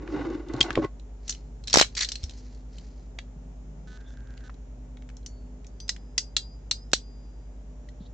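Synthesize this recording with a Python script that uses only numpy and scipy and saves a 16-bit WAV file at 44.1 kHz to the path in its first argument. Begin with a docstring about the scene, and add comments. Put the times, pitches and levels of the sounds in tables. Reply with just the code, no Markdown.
"""In a small room with fans humming, a steel ratchet crimping tool is dragged off a wooden table and knocks on it.
It is then squeezed through its ratchet and opened with a rattle, its return spring singing after the plucks.
A lens motor refocuses once; then the jaws close tooth by tooth on thin wires until they snip.
Noise bursts and damped modes make the steel, filtered noise the rubbing and air, and slow-wavering sines the hum.
Two close microphones roll off the treble and overload on the hardest clicks."""
import sys
import numpy as np
from scipy import signal
from scipy.fft import rfft, irfft, next_fast_len
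from scipy.io import wavfile
from scipy.ndimage import uniform_filter1d

SR = 44100
rng = np.random.default_rng(int(sys.argv[2]) if len(sys.argv) > 2 else 0)


def waveform_to_disk(signal):
    """Save audio, clipped to [-1, 1], as 16-bit WAV at the path in sys.argv[1]."""
    frames = np.transpose(np.atleast_2d(signal))
    scaled = np.clip(frames, -1, 1) * 32767
    samples = np.round(scaled).astype(np.int16)
    wavfile.write(sys.argv[1], SR, samples)


N = 358533
T = np.arange(N) / SR

# fan and mains tones: (pitch [Hz], rms level [dB], waver spread [dB])
HUM_TONES = [(49.71, -42, .4), (59.47, -49.5, 1.2), (99.49, -62, 3), (120.05, -59, 1.5), (149.1, -62, 3),
             (251.9, -61.5, 1.8), (414.5, -71, 2.5), (597.5, -76, 3), (5001, -92, 2), (5652, -90, 2),
             (6998, -90, 2), (8000, -89, 1.5)]
IN_STEP_S = .212  # a moment when all the tones crest together
# spectrum of the moving air, relative: (frequency [Hz], density [dB per Hz])
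AIR_COLOUR = [(44, -34.5), (75, -13.5), (103, -18.5), (208, -14), (257, -15), (332, -21), (428, -21),
              (540, -24), (900, -29.5), (1040, -35.5), (4710, -50), (7210, -42), (8190, -57), (9110, -82),
              (12000, -93), (15600, -113)]
AIR_DB = -60  # rms of the part alike at both microphones, 300 to 8000 Hz
RUMBLE_HZ, RUMBLE_DB, RUMBLE_SWING_DB = 165, -64, 3.5

# tool sliding on the table: (time [s], level of the low modes [dB], upper modes against them [dB])
DRAG_LEVELS = [(0, -44.5, -14), (0.143, -29, -10.5), (.22, -33.5, -8), (.29, -29, -14), (.34, -34, -11.5),
               (0.454, -44.5, -11), (0.602, -32.5, -7.5), (.68, -37, -1), (0.76, -43.5, -5.5),
               (0.788, -20, -22), (.81, -25, -23), (0.829, -26, -6.5), (0.853, -19.5, -20), (.866, -47, -4),
               (0.899, -76, 1)]
# modes of the table, three low ones first: (pitch [Hz], width of the first of two filters [Hz], share [dB])
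TABLE_MODES = [(321, 68, -0.5), (136, 63.6, -15.5), (551, 35, -15.5), (760, 250, 11), (1085, 46, 4.5),
               (1450, 84, 3.5), (2010, 130, -0.5), (2800, 340, -6), (3001, 800, -8), (3440, 360, -13)]
DRAG_GRIT_DB = -20  # grit against the upper modes
# hand and joint rubbing on the tool: (time [s], held for [s], level [dB])
RUB_STROKES = [(1.3, 0.0085, -47.5), (1.72, 0.08, -43.5), (1.99, 0.12, -53), (2.2, 0.18, -61),
               (2.45, 0.11, -67), (2.74, 0.068, -63.5), (2.85, 0.17, -70.5)]
# spectrum of rubbed steel, relative: (frequency [Hz], density [dB per Hz])
RUB_SPECTRUM = [(410, -59.5), (700, -38), (914, -16), (996, -21.5), (1910, -8), (3550, -12), (4260, -3.5),
                (7110, -9), (9000, -32), (11700, -70.5)]
RUB_RISE_DB_S, RUB_FALL_DB_S = 343, 226.5  # dB per second

# dull taps, some of the tool on the table:
# (time [s], nominal peak of the body [dB], steel against it [dB], body pitch [Hz])
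DULL_TAPS = [(0.023, -44, -10, 1370), (0.0765, -34, -28, 1500), (0.7051, -18.5, -17, 1700),
             (0.7544, -22, -20, 2220), (0.776, -32, -24, 1690), (0.846, -34.5, -24, 1900),
             (3.1876, -27.5, -14, 2220), (4.3764, -44.5, -12, 2700), (4.408, -57, -5, 2900),
             (4.499, -43, -23, 1440), (4.971, -47.5, -5.5, 2200), (5.022, -48.5, -7.5, 2000),
             (5.09, -45, -1, 1880), (5.1, -46.5, -5.5, 1500), (5.9633, -40.5, -0.5, 1980)]
# sharp steel clicks and ticks, ratchet teeth among them: (time [s], nominal peak [dB], favoured pitch [Hz])
STEEL_CLICKS = [(0.485, -44, 3500), (0.5357, -37, 4100), (0.564, -42, 4170), (0.606, -14, 2460),
                (0.612, -17, 4480), (0.627, -19.5, 3150), (0.728, -37, 4480), (0.9964, -47, 3900),
                (1.279, -28, 6400), (1.294, -15.5, 6300), (1.305, -21, 6150), (1.324, -29.5, 3950),
                (1.348, -38, 3010), (1.638, -39.5, 4130), (1.6732, -25, 5040), (1.6796, -22, 4120),
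                (1.698, -26, 4340), (1.707, -28, 5230), (1.7292, -9, 4500), (1.7396, -3.5, 5900),
                (1.7576, -8.5, 5800), (1.7709, -5.5, 5050), (1.784, -8.5, 4730), (1.797, -6.5, 4440),
                (1.8116, -3.5, 4200), (1.951, -27.5, 4530), (1.9735, -24, 3750), (2.0069, -15.5, 4100),
                (2.0463, -18, 4180), (2.0877, -20.5, 4830), (2.118, -19.5, 4940), (2.155, -23.5, 4280),
                (2.232, -34, 4430), (2.2381, -26.5, 5200), (2.2947, -34.5, 4000), (2.308, -41, 3830),
                (2.547, -49.5, 4500), (2.731, -53.5, 5200), (2.783, -40, 4360), (4.542, -53.5, 3770),
                (5.168, -41, 5820), (5.229, -57, 4000), (5.2616, -28.5, 6050), (5.645, -48, 2480),
                (5.667, -42, 6720), (5.8015, -33.5, 4860), (5.88, -34.5, 5050), (5.8916, -12.5, 5320),
                (6.1787, -8.5, 5310), (6.3655, -8, 4140), (6.711, -10, 4380), (6.916, -39.5, 4980),
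                (6.9324, -5, 4450), (7.888, -47, 4140)]
# modes of the steel tool: (pitch [Hz], share [dB], nominal t60 [s]; clicks use 0.45 of it)
TOOL_MODES = [(1237, -28.5, 0.068), (1483, -30.5, 0.16), (2050, -9, 0.033), (2150, -17, 0.063),
              (3450, -10.5, 0.041), (4240, -1.5, 0.06), (4710, -13.5, 0.055), (5540, -11.5, 0.042),
              (5770, -8.5, 0.13), (6255, -11, 0.1), (6700, -5.5, 0.044), (7270, -12, 0.081),
              (7550, -24, 0.18), (8215, -28.5, 0.1)]
CLICK_BODY_DB, BODY_SLOPE = -18, 0.067  # body against the steel at -25 dB; change per dB of the click
BODY_HZ, CHATTER_T60_S = 1850, .038  # chatter of a 0 dB contact; softer ones settle sooner
CLICK_RISE_S, TAP_RISE_S = 0.0035, 0.00054  # time to come within 60 dB of full push
BURST_S, SETTLE_DB = 0.0047, -3  # the parts bounce hard at first, then chatter more softly

ROOM_T60_S, ROOM_DB = 0.14, -8.5
ROOM_LOW_HZ = 2486  # soft furnishings return little below this

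# the tool knocks on the table top: (time [s], level before the mode shares [dB])
TABLE_KNOCKS = [(0.542, -21.5), (0.607, -24), (.705, -30.5), (0.782, -19)]
# swings of the table top: (pitch [Hz], share [dB], t60 [s])
TABLE_TOP_MODES = [(297, 5, 0.036), (124, -6, 0.15)]
# brief single-mode pings of steel, table or spring: (time [s], starting level [dB], pitch [Hz], t60 [s])
BRIEF_PINGS = [(.611, -3.5, 3234, 0.027), (.776, -21, 1055, 0.037), (.611, -16, 4570, 0.022),
               (0.754, -27, 1940, 0.03), (0.841, -28.5, 1087, 0.091), (.845, -35.5, 1994, 0.068),
               (1.828, -18, 3060, 0.027), (3.1876, -26.5, 2340, 0.014), (5.266, -54, 7000, 0.22),
               (5.803, -44, 6060, 0.16), (5.893, -26.5, 1950, 0.032), (6.181, -28.5, 1960, 0.033),
               (6.7129, -19.5, 4030, 0.035), (2.784, -44.5, 3070, 0.019), (7.887, -48.5, 1950, 0.031)]
# lone soft thuds: (time [s], level before rise and decay [dB], pitch [Hz])
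SOFT_THUDS = [(0.775, -7, 498), (2.236, -19.5, 64.4), (3.187, -36, 695), (3.363, -33, 150.6),
              (4.496, -31, 1280), (8.007, -28.5, 185.4)]
THUD_CYCLES, THUD_RISE_CYCLES = 8.3, 0.72  # swings until 60 dB down, and until within 60 dB of full rise

# plucks of the return spring: (time [s], rms level [dB], first pitch [Hz], climb [Hz per s], t60 [s])
SPRING_PLUCKS = [(1.37, -69, 4250, 0, .6), (2.16, -58, 4300, 0, .8), (5.265, -64, 4470, 50, .7),
                 (5.68, -79, 4600, 2000, .9), (5.803, -51, 4860, 550, .25), (5.895, -64, 4870, 640, 1.),
                 (6.18, -35, 4800, 530, .22), (6.367, -41, 4810, 410, .44), (6.713, -45, 4800, 1860, .38),
                 (6.935, -57, 4845, 40, 1.25)]

# low pulses as the hardest clicks overload the microphones, partly opposed left and right:
# (time [s], peak of the shared swing [dB], half-swing length [s], sign of the opposed part at the right)
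OVERLOAD_PULSES = [(1.7418, -10.5, 0.00056, 1), (1.758, -8.5, 0.00053, 1), (1.7722, -6, 0.00095, -1),
                   (1.7853, -11.5, 0.00025, 1), (1.7978, -5.5, 0.00026, 1), (1.8124, -7.5, .0007, -1)]
OPPOSED_DB = -5
# the whole tool shakes while the ratchet runs free: (time [s], held for [s], level [dB])
CLATTER_STROKES = [(1.745, 0.082, -16.5)]
# spectrum of the shaken tool, relative: (frequency [Hz], density [dB per Hz])
CLATTER_SPECTRUM = [(120, -38.5), (200, -8.5), (960, -7), (2200, -1.5), (3870, -5.5), (8000, -9),
                    (9800, -2.5)]
# loose parts rattling as the handles open: (time [s], held for [s], level before ringing is added [dB])
RATTLE_STROKES = [(1.97, 0.022, -34), (2.011, 0.021, -30)]
RATTLE_RISE_DB_S, RATTLE_FALL_DB_S = 2501, 1093  # dB per second, for the clatter too
RATTLE_RING_DB = -2
# brief narrow scuffs: (start [s], length [s], pitch [Hz], filter width [Hz], level before flutter [dB])
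NARROW_SCUFFS = [(2.36, .05, 5500, 3000, -63), (2.44, .09, 2420, 300, -72), (4.03, .14, 3500, 300, -71),
                 (4.07, .1, 6000, 2500, -69), (7.99, .09, 3800, 1200, -71)]

# runs of lens motor steps: (start [s], end [s], rate [steps per s], level before the barrel [dB])
MOTOR_STEPS = [(3.874, 3.886, 250, -48), (3.89, 3.898, 250, -52), (3.902, 3.974, 250, -48.5),
               (4.006, 4.018, 250, -50), (4.106, 4.22, 30, -49), (4.273, 4.42, 30, -49),
               (4.44, 4.482, 250, -49)]
# resonances of the lens barrel: (pitch [Hz], width of the first of two filters [Hz], gain [dB])
BARREL_MODES = [(1525, 300, 6.5), (3630, 2250, 11), (5700, 1500, -1.5)]
# motor whine, one row: (start [s], end [s], pitch [Hz], sine peak before panning [dB])
MOTOR_WHINE = (3.97, 4.48, 1599, -67.5)
WHINE_WIDTH_HZ = 220

# the jaws bite through and meet, two short pushes: (time [s], peak [dB], sign, length [s])
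SNIP_PUSHES = [(6.9337, -9, 1, .00035), (6.9347, -4, -1, .00035)]

MIC_STOP_HZ, OVERLOAD, TOP_HZ = 9420, 0.83, 15600  # overload as a fraction of full scale
OPPOSED = np.array([[1], [-1]])  # opposite signs at the left and right microphones


def undb(db):
    """Amplitude of a level in dB."""
    return 10 ** (np.asarray(db) / 20)


def unit(x):
    """Scale to an rms of 1."""
    return x / np.sqrt(np.mean(x ** 2))


def fade(t, t60):
    """Exponential decay, 60 dB down at t60."""
    return np.exp(-np.log(1000) * t / t60)


def band(x, hz, width_hz):
    """Resonance with gain 1 at the centre."""
    return signal.lfilter(*signal.iirpeak(hz, hz / width_hz, SR), x)


def add(out, s, x):
    """Mix x in from time s."""
    i = int(s * SR)
    out[:, i:i + x.shape[-1]] += x[..., :N - i]


def walk(rate):
    """Random levels held 1 / rate s and slewed twice; spread near 1."""
    k = int(SR / rate)
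    held = np.repeat(rng.standard_normal(N // k + 1), k)
    return 2.17 * uniform_filter1d(uniform_filter1d(held, k), k)[:N]


def colour(x, points):
    """Shape the spectrum of x by (frequency [Hz], level [dB]) points."""
    hz, db = np.transpose(points)
    size = next_fast_len(N)
    f = np.arange(size // 2 + 1) * SR / size + 1
    gain = undb(np.interp(np.log(f), np.log(hz), db))
    return irfft(rfft(x, size) * gain, size)[..., :N]


def curve(rows):
    """Gain over time of (time [s], level [dB]) rows, silent outside them."""
    s, db = np.transpose(rows)
    return undb(np.interp(T, s, db, -200, -200))


def strokes(rows, rise_db_s, fall_db_s):
    """Gain over time of (time [s], held for [s], level [dB]) rows: a steady rise, a hold, a steady fall."""
    gain = 0
    for s, held, db in rows:
        before, after = np.maximum(s - T, 0), np.maximum(T - s - held, 0)
        gain = gain + undb(db - rise_db_s * before - fall_db_s * after)
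    return gain


def pair(size, alike):
    """Noise at two microphones with the given likeness."""
    mid, side = rng.standard_normal((2, size))
    alike = np.clip(alike, -1, 1)
    return np.sqrt(.5 + alike / 2) * mid + np.sqrt(.5 - alike / 2) * side * OPPOSED


def swing(t, db, hz, t60):
    """One damped mode, the same at both microphones."""
    return undb(db) * np.sin(2 * np.pi * hz * t)[None] * fade(t, t60)


def room_air():
    """Wavering tones over moving air and a rumble in soft bumps; bass is alike left and right, treble not."""
    tones = 0
    for hz, db, waver_db in HUM_TONES:
        level = np.sqrt(2) * undb(db + waver_db * walk(5.6))
        tones = tones + level * np.cos(2 * np.pi * hz * (T - IN_STEP_S))
    mid, side = colour(rng.standard_normal((2, N)), AIR_COLOUR)
    side = signal.sosfilt(signal.butter(1, 500, "high", fs=SR, output="sos"), side)
    heard = signal.sosfilt(signal.butter(4, [300, 8000], "band", fs=SR, output="sos"), mid)
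    air = (mid + side * OPPOSED) / np.sqrt(np.mean(heard ** 2)) * undb(AIR_DB + 0.14 * walk(2.6))
    rumble = unit(band(band(rng.standard_normal(N), RUMBLE_HZ, 62), RUMBLE_HZ, 110))
    return tones + air + rumble * undb(RUMBLE_DB + RUMBLE_SWING_DB * walk(14))


def drag_gains():
    """Gain of the slide, and of the upper modes against it."""
    rows = np.array(DRAG_LEVELS)
    return curve(rows[:, :2]), curve(rows[:, [0, 2]])


def table_drag():
    """The tool sticks and slips across the table, and uneven noise drives the modes of the wood."""
    slips = pair(N, .9) * undb(2.0 * walk(150))
    modes = [undb(db) * unit(band(band(slips, hz, w), hz, 2.3 * w)) for hz, w, db in TABLE_MODES]
    slide, upper = drag_gains()
    return (unit(sum(modes[:3])) + unit(sum(modes[3:])) * upper) * slide


def steel_rub():
    """Grit under the sliding tool, then hand and joint rubbing on steel, as uneven coloured noise."""
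    slide, upper = drag_gains()
    level = strokes(RUB_STROKES, RUB_RISE_DB_S, RUB_FALL_DB_S) + undb(DRAG_GRIT_DB) * upper * slide
    return unit(colour(pair(N, 1.0) * undb(2.0 * walk(300)), RUB_SPECTRUM)) * level


def opening_peak(x):
    """Scale to a nominal peak of 1, taken as 2.6 times the rms of the first moments."""
    return x / 2.6 / np.sqrt(np.mean(x[:, :SR // 150] ** 2))


def taps_and_clicks():
    """Each contact chatters briefly; it is heard directly, through the modes of the tool and as a dull body."""
    out, t = np.zeros((2, N)), T[:SR // 6]
    hz, db, t60 = (c[:, None] for c in np.transpose(TOOL_MODES))
    contacts = [(s, steel_db, mode_hz, CLICK_BODY_DB + BODY_SLOPE * (steel_db + 25), BODY_HZ, CLICK_RISE_S)
                for s, steel_db, mode_hz in STEEL_CLICKS]
    contacts += [(s, tap_db + steel, 1.5 * body_hz, -steel, body_hz, TAP_RISE_S)
                 for s, tap_db, steel, body_hz in DULL_TAPS]
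    for s, peak_db, mode_hz, body_db, body_hz, rise in contacts:
        push = pair(len(t), 0.61) * (1 - fade(t, rise))
        push = push * fade(t, CHATTER_T60_S * undb(.12 * peak_db))
        push = push * undb(SETTLE_DB * np.clip(t / BURST_S - .5, 0, 1))
        # each contact point weights the modes anew, favouring those near its own pitch
        share = undb(db + 2.2 * rng.standard_normal(hz.shape))
        share = share / (1 + (np.log2(hz / mode_hz) / 0.38) ** 2)
        ring = (share * np.sin(2 * np.pi * hz * t) * fade(t, 0.45 * t60)).sum(0)
        rung = signal.fftconvolve(push, ring[None])[:, :len(t)]
        crack = band(band(push, 5200, 11000), mode_hz, 1.9 * mode_hz)
        crack = signal.lfilter(*signal.butter(2, 1400, "high", fs=SR), crack)
        narrow = band(push, mode_hz, mode_hz / 9)
        metal = undb(-5 - max(body_db + 12, 0))  # dull contacts ring less
        bright = unit(crack) + metal * unit(rung) + undb(-5.0) * unit(narrow)
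        body = band(band(push, body_hz, 1.2 * body_hz), body_hz, 1.2 * body_hz)
        add(out, s, undb(peak_db) * (opening_peak(bright) + undb(body_db) * opening_peak(body)))
    return out


def room_echoes(near):
    """Dense echoes of a small furnished room, after the first wall, different at each microphone."""
    t = T[:SR // 2]
    echoes = pair(len(t), 0.14) * fade(t, ROOM_T60_S) * (t > .003)
    echoes = signal.lfilter(*signal.butter(1, ROOM_LOW_HZ, "high", fs=SR), echoes)
    echoes = echoes / np.sqrt((echoes ** 2).sum(1, keepdims=True))
    return undb(ROOM_DB) * signal.fftconvolve(near.mean(0, keepdims=True), echoes)[:, :N]


def table_knocks():
    """The struck table top gives a few damped swings."""
    out, t = np.zeros((2, N)), T[:SR // 5]
    for s, db in TABLE_KNOCKS:
        add(out, s, undb(db) * sum(swing(t, own_db, hz, t60) for hz, own_db, t60 in TABLE_TOP_MODES))
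    return out


def brief_pings():
    """Each ping is one damped mode of steel, table or spring."""
    out = np.zeros((2, N))
    for s, db, hz, t60 in BRIEF_PINGS:
        add(out, s, swing(T[:SR // 5], db, hz, t60))
    return out


def soft_thuds():
    """A softened onset and a decay counted in cycles, so deep thuds last longer."""
    out, t = np.zeros((2, N)), T[:SR // 5]
    for s, db, hz in SOFT_THUDS:
        add(out, s, swing(t, db, hz, THUD_CYCLES / hz) * (1 - fade(t, THUD_RISE_CYCLES / hz)))
    return out


def return_spring():
    """A lone mode whose pitch holds or climbs with the load; the next pluck stops it."""
    out = np.zeros((2, N))
    stops = [row[0] for row in SPRING_PLUCKS[1:]] + [N / SR]
    for (s, db, from_hz, climb, t60), stop in zip(SPRING_PLUCKS, stops):
        t = T[:int((stop - s) * SR)]
        phase = 2 * np.pi * (from_hz * t + climb * t ** 2 / 2)
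        edge = np.clip((stop - s - t) / .01, 0, 1)
        level = np.sqrt(2) * undb(db + walk(80)[:len(t)]) * fade(t, t60) * edge
        add(out, s, level * np.sin([phase, phase - .7]))  # the right microphone lags
    return out


def overload_pulses():
    """An overloaded microphone pair gives one short shared swing plus a pulse opposed left and right."""
    out, t = np.zeros((2, N)), T[:SR // 5]
    for s, db, length, right_sign in OVERLOAD_PULSES:
        during = t < 2 * length
        shared = -np.sin(np.pi * t / length) * during
        opposed = np.cos(1.6 * np.pi * t / length) * fade(t, 9 * length) + .3 * during
        add(out, s, undb(db) * shared - undb(OPPOSED_DB) * np.sign(right_sign) * opposed * OPPOSED)
    return out


def free_clatter():
    """The whole tool shakes: coloured noise, jumpy in level and little alike at the two microphones."""
    shaken = unit(colour(pair(N, .2) * undb(3.9 * walk(460)), CLATTER_SPECTRUM))
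    return shaken * strokes(CLATTER_STROKES, RATTLE_RISE_DB_S, RATTLE_FALL_DB_S)


def loose_rattle():
    """Loose parts shake against the steel, heard as grit and through the modes of the tool."""
    shake = pair(N, 0.85) * undb(1.3 * walk(600))
    steel = sum(undb(db) * unit(band(shake, hz, 15.0 / t60)) for hz, db, t60 in TOOL_MODES)
    rattle = unit(colour(shake, RUB_SPECTRUM)) + undb(RATTLE_RING_DB) * unit(steel)
    return rattle * strokes(RATTLE_STROKES, RATTLE_RISE_DB_S, RATTLE_FALL_DB_S)


def narrow_scuffs():
    """Brief friction in one narrow band, fluttering in level and the same at both microphones."""
    out, flutter = np.zeros((2, N)), undb(3.5 * walk(60))
    for start, length, hz, w, db in NARROW_SCUFFS:
        i, size = int(start * SR), int(length * SR)
        scuff = unit(band(band(pair(size, 1.0), hz, w), hz, w))
        add(out, start, undb(db) * scuff * signal.windows.tukey(size, .5) * flutter[i:i + size])
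    return out


def lens_motor():
    """Even motor steps tick in the lens barrel under a faint whine, stronger at the right microphone."""
    ticks = np.zeros(N)
    for start, end, rate, db in MOTOR_STEPS:
        at = (np.arange(start, end, 1 / rate) * SR).astype(int)
        ticks[at] = undb(db + 1.5 * rng.standard_normal(len(at)))
    # narrow filters weaken a single tick, so scale by their width
    barrel = sum(undb(db) * band(band(ticks, hz, w), hz, 2 * w) * SR / w / 8 for hz, w, db in BARREL_MODES)
    start, end, hz, db = MOTOR_WHINE
    hiss = unit(band(rng.standard_normal(N), hz, WHINE_WIDTH_HZ))
    whine = undb(db + walk(70)) * (np.sin(2 * np.pi * hz * T) + 0.96 * hiss) * (T > start) * (T < end)
    return (barrel + whine) * undb(np.array([[-2.5], [2.5]]))


def jaw_snip():
    """The jaws bite through and meet: two short rounded pushes of opposite sign."""
    out, t = np.zeros((2, N)), T[:SR // 5]
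    for s, db, sign, length in SNIP_PUSHES:
        add(out, s, sign * undb(db) * np.sin(np.pi * t[None] / length) ** 2 * (t < length))
    return out


def scene():
    """The near steel and friction with their room echoes, then the sounds mixed without echoes."""
    near = table_drag() + steel_rub() + taps_and_clicks() + return_spring()
    near = near + free_clatter() + loose_rattle() + narrow_scuffs()
    blows = table_knocks() + brief_pings() + soft_thuds() + overload_pulses() + jaw_snip()
    return near + room_echoes(near) + blows + lens_motor() + room_air()


def record(dry):
    """The microphones lose the top treble, the input clips on the hardest clicks, the band ends steeply."""
    mic = signal.sosfilt(signal.cheby2(6, 36, MIC_STOP_HZ, fs=SR, output="sos"), dry)
    clipped = np.clip(mic, -OVERLOAD, OVERLOAD)
    return signal.sosfilt(signal.ellip(8, .2, 70, TOP_HZ, fs=SR, output="sos"), clipped)


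dry = scene()
out = record(dry)
waveform_to_disk(out)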